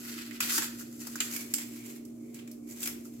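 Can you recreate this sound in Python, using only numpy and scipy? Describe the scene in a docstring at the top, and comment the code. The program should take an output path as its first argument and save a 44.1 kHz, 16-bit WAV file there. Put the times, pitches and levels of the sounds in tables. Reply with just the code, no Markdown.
"""Thin paper baking cups are peeled apart by hand in a small kitchen, about a metre away.
Stick-slip friction between the pleats makes a dense stream of tiny clicks that shake the paper wall;
now and then a crease buckles and rings the cup. One cup slides off the stack with a bright swell,
and fingers bump and drag on the paper. Reflections from cupboards and walls smear these sounds,
while an appliance hums steadily over the low rumble of the room."""
import sys
import numpy as np
from scipy import signal
from scipy.fft import rfft, irfft
from scipy.io import wavfile
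from scipy.ndimage import uniform_filter1d

SR = 44100
rng = np.random.default_rng(int(sys.argv[2]) if len(sys.argv) > 2 else 0)


def materialize(psi):
    """Save the field psi as 16-bit PCM at rate SR to the path in sys.argv[1].

    A 1-D psi becomes a single channel; in a 2-D psi each row is a channel.
    """
    bounded = np.clip(np.atleast_2d(psi).T, -1, 1)
    quanta = np.round(bounded * 32767).astype(np.int16)
    wavfile.write(sys.argv[1], SR, quanta)


N = 141120
TIME = np.arange(N) / SR


def undb(db):
    """Decibels to amplitude ratio."""
    return 10 ** (np.asarray(db) / 20)


def unit(x):
    """Normalisation to rms 1."""
    return x / np.sqrt(np.mean(x ** 2))


def pan(db):
    """Interaural level difference: two gains, the left db above the right."""
    return undb(np.array([[db], [-db]]) / 2)


def colour(x, spectrum):
    """Spectral shaping by (frequency [Hz], gain [dB]) points, at rms 1."""
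    hz, db = np.array(spectrum, float).T
    f = np.maximum(np.fft.rfftfreq(x.shape[-1], 1 / SR), 1)
    gain = undb(np.interp(np.log(f), np.log(hz), db))
    return unit(irfft(rfft(x) * gain, x.shape[-1]))


def resonate(x, hz, width_hz):
    """Resonance: one peak, width_hz wide at 6 dB down, at rms 1."""
    f = np.fft.rfftfreq(x.shape[-1], 1 / SR)
    return unit(irfft(rfft(x) / (1 + (2 * (f - hz) / width_hz) ** 2), x.shape[-1]))


def drift(per_s):
    """Random modulation: twice-averaged noise, at rms 1."""
    span = max(int(SR / per_s), 1)
    smooth = uniform_filter1d(rng.standard_normal(N), span, mode="wrap")
    return unit(uniform_filter1d(smooth, span, mode="wrap"))


# Course of the friction: (time [s], relative hiss level [dB], relative wall level [dB])
FRICTION_LEVELS = [(0, -44.5, -51.5), (0.081, -38, -41), (0.15, -46, -49.5), (0.192, -44, -41.5),
                   (0.27, -46.5, -47), (0.33, -40, -43.5), (0.395, -49, -42), (0.435, -26, -27),
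                   (0.47, -34, -39), (0.51, -28, -30.5), (0.54, -27, -43), (0.575, -33, -31),
                   (0.605, -34, -37), (0.635, -30.5, -37), (0.69, -48, -52.5), (0.755, -50.5, -55),
                   (0.8, -35, -46.5), (0.85, -56, -59), (0.911, -51, -61.5), (1.011, -44, -55.5),
                   (1.05, -53, -54.5), (1.11, -44.5, -55.5), (1.19, -54, -48.5), (1.245, -36.5, -52),
                   (1.29, -39.5, -43), (1.35, -33, -44.5), (1.43, -40.5, -44.5), (1.5, -45, -49),
                   (1.61, -46.5, -44.5), (1.68, -49.5, -54.5), (1.78, -48, -51), (1.83, -55, -55),
                   (1.89, -46, -49.5), (1.97, -51, -53.5), (2.03, -73, -65.5), (2.2, -62.5, -69),
                   (2.33, -58, -61), (2.395, -60, -50.5), (2.44, -79, -59), (2.54, -83, -67),
                   (2.6, -71, -77), (2.67, -55, -64), (2.72, -45, -53.5), (2.79, -56.5, -58),
                   (2.819, -32.5, -42.5), (2.875, -38, -52), (2.93, -56, -64), (3.02, -59, -69),
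                   (3.06, -47.5, -57), (3.111, -60, -65), (3.2, -61, -66.5)]
# Spectrum of the pleats' hiss: (frequency [Hz], relative level [dB])
HISS_SPECTRUM = [(1500, -11.5), (3000, -50), (3900, -16.5), (4800, -4.5), (5600, 2.5), (6700, 5.5),
                 (7050, 1), (7350, 10), (7800, 6), (8600, -1.5), (10000, 1.5), (12400, 3.5), (14000, 3.5),
                 (16000, -6.5)]
def rubbing(hiss_gain_db=-7, wall_gain_db=-6.5):
    """Friction noise: slips hiss in the pleats and force the paper wall to vibrate."""
    when, hiss_db, wall_db = np.array(FRICTION_LEVELS, float).T
    clicks = slips()
    hiss = colour(clicks, HISS_SPECTRUM) * undb(np.interp(TIME, when, hiss_db) + hiss_gain_db)
    wall = cup_wall(clicks, TIME) * undb(np.interp(TIME, when, wall_db) + wall_gain_db)
    return hiss + wall


def slips(pleats=8, slips_per_s=4500, spread_db=2, jerk_depth_db=3.5):
    """Stick-slip motion: pleats catch and release in uneven clicks that swell in jerks."""
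    jerk_db = jerk_depth_db * drift(per_s=41)
    out = np.zeros((2, N))
    for _ in range(pleats):
        released = rng.random(N) < slips_per_s / pleats / SR
        weaker_db = spread_db * np.minimum(rng.exponential(size=N), 2 * np.pi)
        out += scatter(released * undb(jerk_db - weaker_db) * rng.standard_normal(N))
    return out


def scatter(x, decay_s=0.00091, echo_db=8.5):
    """Scattering: pleats, fingers and counter spread each click, differently on each side."""
    t = np.arange(SR // 100) / SR
    echoes = rng.standard_normal((2, len(t))) * np.exp(-t / decay_s)
    echoes /= np.linalg.norm(echoes, axis=1, keepdims=True)
    return x + undb(echo_db) * signal.fftconvolve(x[None], echoes, axes=1)[:, :N]


# Wall response of the tight stack: (frequency [Hz], relative level [dB])
STACK_SPECTRUM = [(40, -30), (250, -14), (650, -17.5), (1040, -13), (1270, 2), (1430, 6.5), (1750, 0),
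                  (1950, 4), (2250, -0.5), (2550, 2.5), (2900, 0.5), (3300, -0.5), (4000, -1.5),
                  (4800, -0.5), (7000, -24)]
# Wall response of a single cup: (frequency [Hz], relative level [dB])
CUP_SPECTRUM = [(40, -30), (250, -8), (650, -2.5), (880, -7), (1250, -1), (1600, 2), (1920, 2), (2240, 5.5),
                (2550, 3), (2950, 1), (3350, 1), (3800, -1), (7000, -8.5)]
def cup_wall(x, t, freed_s=1.27, crossfade_s=0.17):
    """Shell resonance: the wall colours a sound, first as a stack, later as one freed cup."""
    free = np.clip((t - freed_s) / crossfade_s, 0, 1)
    return (1 - free) * colour(x, STACK_SPECTRUM) + free * colour(x, CUP_SPECTRUM)


# Buckling creases, levels relative: (time [s], crack level [dB], ring level [dB], ring frequency [Hz],
# body level [dB], panel frequency [Hz], panel bandwidth [Hz], panel over knock [dB], left - right [dB])
CREASE_SNAPS = [(0.309, -52, -51, 7400, -45.5, 2170, 500, 5, -5),
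                (0.404, -29, -26.5, 7200, -32, 1420, 298, -0.5, 2),
                (0.4066, -36, -36, 7140, -33.5, 2580, 380, 4, -4),
                (0.5205, -34, -45, 7250, -39, 1340, 400, -6, 1),
                (0.5795, -29, -25, 7340, -29.5, 1560, 500, -2, 0.5),
                (0.621, -42, -29.5, 7360, -37.5, 1580, 500, 4, -7),
                (0.807, -55, -59, 7400, -51, 1480, 450, 17, 0),
                (1.069, -38.5, -52, 7400, -46, 1300, 700, 4, 2.5),
                (1.156, -39, -37, 6970, -42, 1420, 415, 14, -1),
                (1.2033, -31.5, -22.5, 7300, -29.5, 2920, 1500, -0.5, -0.5),
                (1.2077, -41, -38, 7300, -35.5, 2530, 1100, 6, -3),
                (1.31, -44.5, -48, 7250, -54, 2300, 600, -10, -2),
                (1.362, -35, -38, 7200, -42, 2300, 500, -4, -5),
                (1.5378, -27.5, -20.5, 7470, -37.5, 2680, 700, -7, -1),
                (1.582, -37, -54, 7500, -44, 2280, 600, -6, 2),
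                (1.608, -49, -54, 7500, -51, 2300, 500, 8, -2),
                (1.86, -54, -47, 7460, -81, 2230, 500, -6, -8.5),
                (2.0504, -52.5, -54, 7560, -73, 2230, 500, -9, -2),
                (2.3439, -49.5, -46, 7900, -62, 2250, 500, -11, -3),
                (2.3893, -75, -55, 7300, -53, 2810, 1500, 1, 0),
                (2.4753, -56.5, -47, 7250, -56.5, 2230, 900, -9, 1),
                (2.5133, -48, -60, 7400, -74, 2250, 500, -10, -1),
                (2.7105, -55, -45.5, 7300, -63, 2240, 500, 0, -11),
                (2.8044, -44.5, -38, 7300, -66, 2250, 500, -8, -6),
                (2.8291, -36, -34, 8360, -42.5, 3500, 900, -3, -2),
                (2.8367, -41, -30, 7400, -49.5, 3400, 900, -5, 1),
                (2.8567, -33, -50, 7000, -39, 2260, 550, -7, 2),
                (2.8728, -32, -43, 7000, -37.5, 2020, 1100, -4, 1),
                (3.053, -53, -53, 7260, -61, 1330, 350, 8, -1)]
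# Spectrum of a crack: (frequency [Hz], relative level [dB])
CRACK_SPECTRUM = [(1500, -30.5), (3800, -13.5), (5000, 1), (6500, -0.5), (8800, -2), (10500, -1),
                  (12700, 4), (14500, -5), (16000, -3)]
def snapping(attack_s=0.00047, hold_s=0.0029, crack_gain_db=2.5, ring_gain_db=-3, body_gain_db=1.5):
    """Snap-through buckling: a crease cracks, rings and knocks the wall; one panel rings on."""
    spread, beamed = np.zeros((2, 2, N))
    t = np.arange(SR // 20) / SR

    def fade(decay_s):
        """Damping: exponential decay after a short rise and hold."""
        return np.minimum(t / attack_s, 1) * np.exp(-np.maximum(t - attack_s - hold_s, 0) / decay_s)

    for when, crack_db, ring_db, ring_hz, body_db, panel_hz, width_hz, panel_db, pan_db in CREASE_SNAPS:
        noise = rng.standard_normal((4, 2, len(t)))
        crack = colour(noise[0], CRACK_SPECTRUM) * fade(0.0038) * undb(crack_db + crack_gain_db)
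        ring = resonate(noise[1], ring_hz, width_hz=1000) * fade(0.00094) * undb(ring_db + ring_gain_db)
        body = undb(body_db + body_gain_db) / np.hypot(1, undb(panel_db))  # shared by knock and panel
        knock = cup_wall(noise[2], when) * fade(0.0046) * body
        panel = resonate(noise[3], panel_hz, width_hz) * fade(0.0091) * undb(panel_db) * body
        start = int(when * SR)
        spread[:, start:start + len(t)] += ((crack + ring + knock) * pan(pan_db))[:, :N - start]
        beamed[:, start:start + len(t)] += (panel * pan(pan_db))[:, :N - start]
    return spread, beamed


# Spectrum of freely sliding pleats: (frequency [Hz], relative level [dB])
SLIDE_SPECTRUM = [(700, -30), (1030, -12.5), (1330, 2.5), (1650, -4.5), (2200, -9.5), (3800, -8.5),
                  (4800, 1.5), (5400, -1), (6200, 1), (7300, 3.5), (8800, -3), (12000, 0), (16000, -7)]
def sliding(start_s=0.484, end_s=0.585, rise_s=0.062, stop_s=0.0067, db=-30):
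    """Sliding friction: a bright hiss swells with speed and stops as the cup leaves the stack."""
    speed = np.clip((TIME - start_s) / rise_s, 0, 1) * np.clip((end_s - TIME) / stop_s, 0, 1)
    return colour(rng.standard_normal((2, N)), SLIDE_SPECTRUM) * speed * undb(db)


# Finger knocks: (time [s], relative level [dB], frequency [Hz])
FINGER_BUMPS = [(0.5801, -39.5, 319), (.581, -40.5, 884), (0.621, -49.5, 363), (2.871, -64, 78)]
def bumping(decay_cycles=5.7):
    """Damped oscillation: soft knocks of the fingers as the paper gives way."""
    out = np.zeros(N)
    for when, db, hz in FINGER_BUMPS:
        cycles = np.maximum(TIME - when, 0) * hz
        envelope = np.minimum(cycles, 1) * np.exp(-cycles / decay_cycles)
        out += 2 * undb(db) * np.sin(2 * np.pi * cycles) * envelope
    return out


# Fingertip strokes on the freed cup: (centre time [s], duration [s], level [dB])
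FINGER_DRAGS = [(1.36, 0.16, -51), (1.82, 0.25, -63.5), (2.296, 0.25, -70), (2.69, 0.16, -70)]
def dragging():
    """Friction-driven resonance: a fingertip makes the cup's main panel sing softly."""
    pressure = sum(undb(db) * np.cos(np.pi * np.clip((TIME - when) / length, -.5, .5))
                   for when, length, db in FINGER_DRAGS)
    return pressure * resonate(rng.standard_normal((2, N)), hz=2240, width_hz=180)


def kitchen(x, room_db, t60_s=0.44, treble_t60_s=0.33, early_db=-3, early_decay_s=0.0086):
    """Reverberation: near cupboards reflect first and loudest; the treble dies sooner."""
    t = np.arange(SR // 2) / SR
    noise = rng.standard_normal((2, len(t)))
    low = signal.sosfilt(signal.butter(2, 5000, fs=SR, output="sos"), noise)
    tail = low * undb(-60 * t / t60_s) + (noise - low) * undb(-60 * t / treble_t60_s)
    cupboards = 1 + undb(early_db) * np.exp(-t / early_decay_s)
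    onset = np.clip(t / 0.00095 - 0.5, 0, 1)  # reflections begin after about 1 ms
    response = tail * cupboards * onset
    response /= np.linalg.norm(response, axis=1, keepdims=True)
    return x + undb(room_db) * signal.fftconvolve(x, response, axes=1)[:, :N]


# Appliance tones: (frequency [Hz], level [dB], left - right [dB], modulation depth [ratio])
MOTOR_TONES = [(118.6, -64, -4.5, 0.13), (140, -67.5, -1, 0.28), (236.35, -45.5, -1, 0.11),
               (298.5, -55.5, -8, 1), (330.4, -60.5, -11, 0.3), (429.7, -71.5, -21, 1),
               (531.3, -74, 14.5, 0.28), (615, -84.5, 31, 1)]
def hum(wavers_per_s=26.6):
    """Forced vibration: an appliance motor radiates tones, each wavering in level and phase."""
    out = np.zeros((2, N))
    for hz, db, pan_db, depth in MOTOR_TONES:
        waver = 1 + depth * (drift(wavers_per_s) + 1j * drift(wavers_per_s))
        tone = np.real(waver * np.exp(2j * np.pi * (hz * TIME + rng.random())))
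        out += unit(tone) * undb(db) * pan(pan_db)
    return out


# Spectrum of the room's air noise: (frequency [Hz], relative level [dB])
RUMBLE_SPECTRUM = [(20, -40), (40, -26), (60, -10.5), (85, -21), (115, -5), (165, -12.5), (215, -8),
                   (270, -0.5), (310, -0.5), (380, -2.5), (470, -28), (650, -20), (900, -33), (1270, -32),
                   (1800, -48), (3600, -51), (7000, -33.5), (16000, -45)]
def rumble(db=-52, wide_above_hz=585):
    """Diffuse field: air noise is alike on both sides in the bass, uncorrelated higher up."""
    mid, side = rng.standard_normal((2, N))
    side = signal.sosfilt(signal.butter(1, wide_above_hz, "high", fs=SR, output="sos"), side)
    return colour(np.array([mid + side, mid - side]), RUMBLE_SPECTRUM) * undb(db)


def scene():
    """Superposition of paper and background; panels facing the listener excite the room less."""
    background = hum() + rumble()
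    spread, beamed = snapping()
    paper = rubbing() + spread + bumping() + dragging() + sliding()
    return kitchen(paper, room_db=-1) + kitchen(beamed, room_db=-8) + background


def record(dry, cutoff_hz=15900):
    """Band limiting: a steep low-pass filter removes the highest treble."""
    return signal.sosfilt(signal.ellip(10, .2, 80, cutoff_hz, fs=SR, output="sos"), dry)


dry = scene()
out = record(dry)
materialize(out)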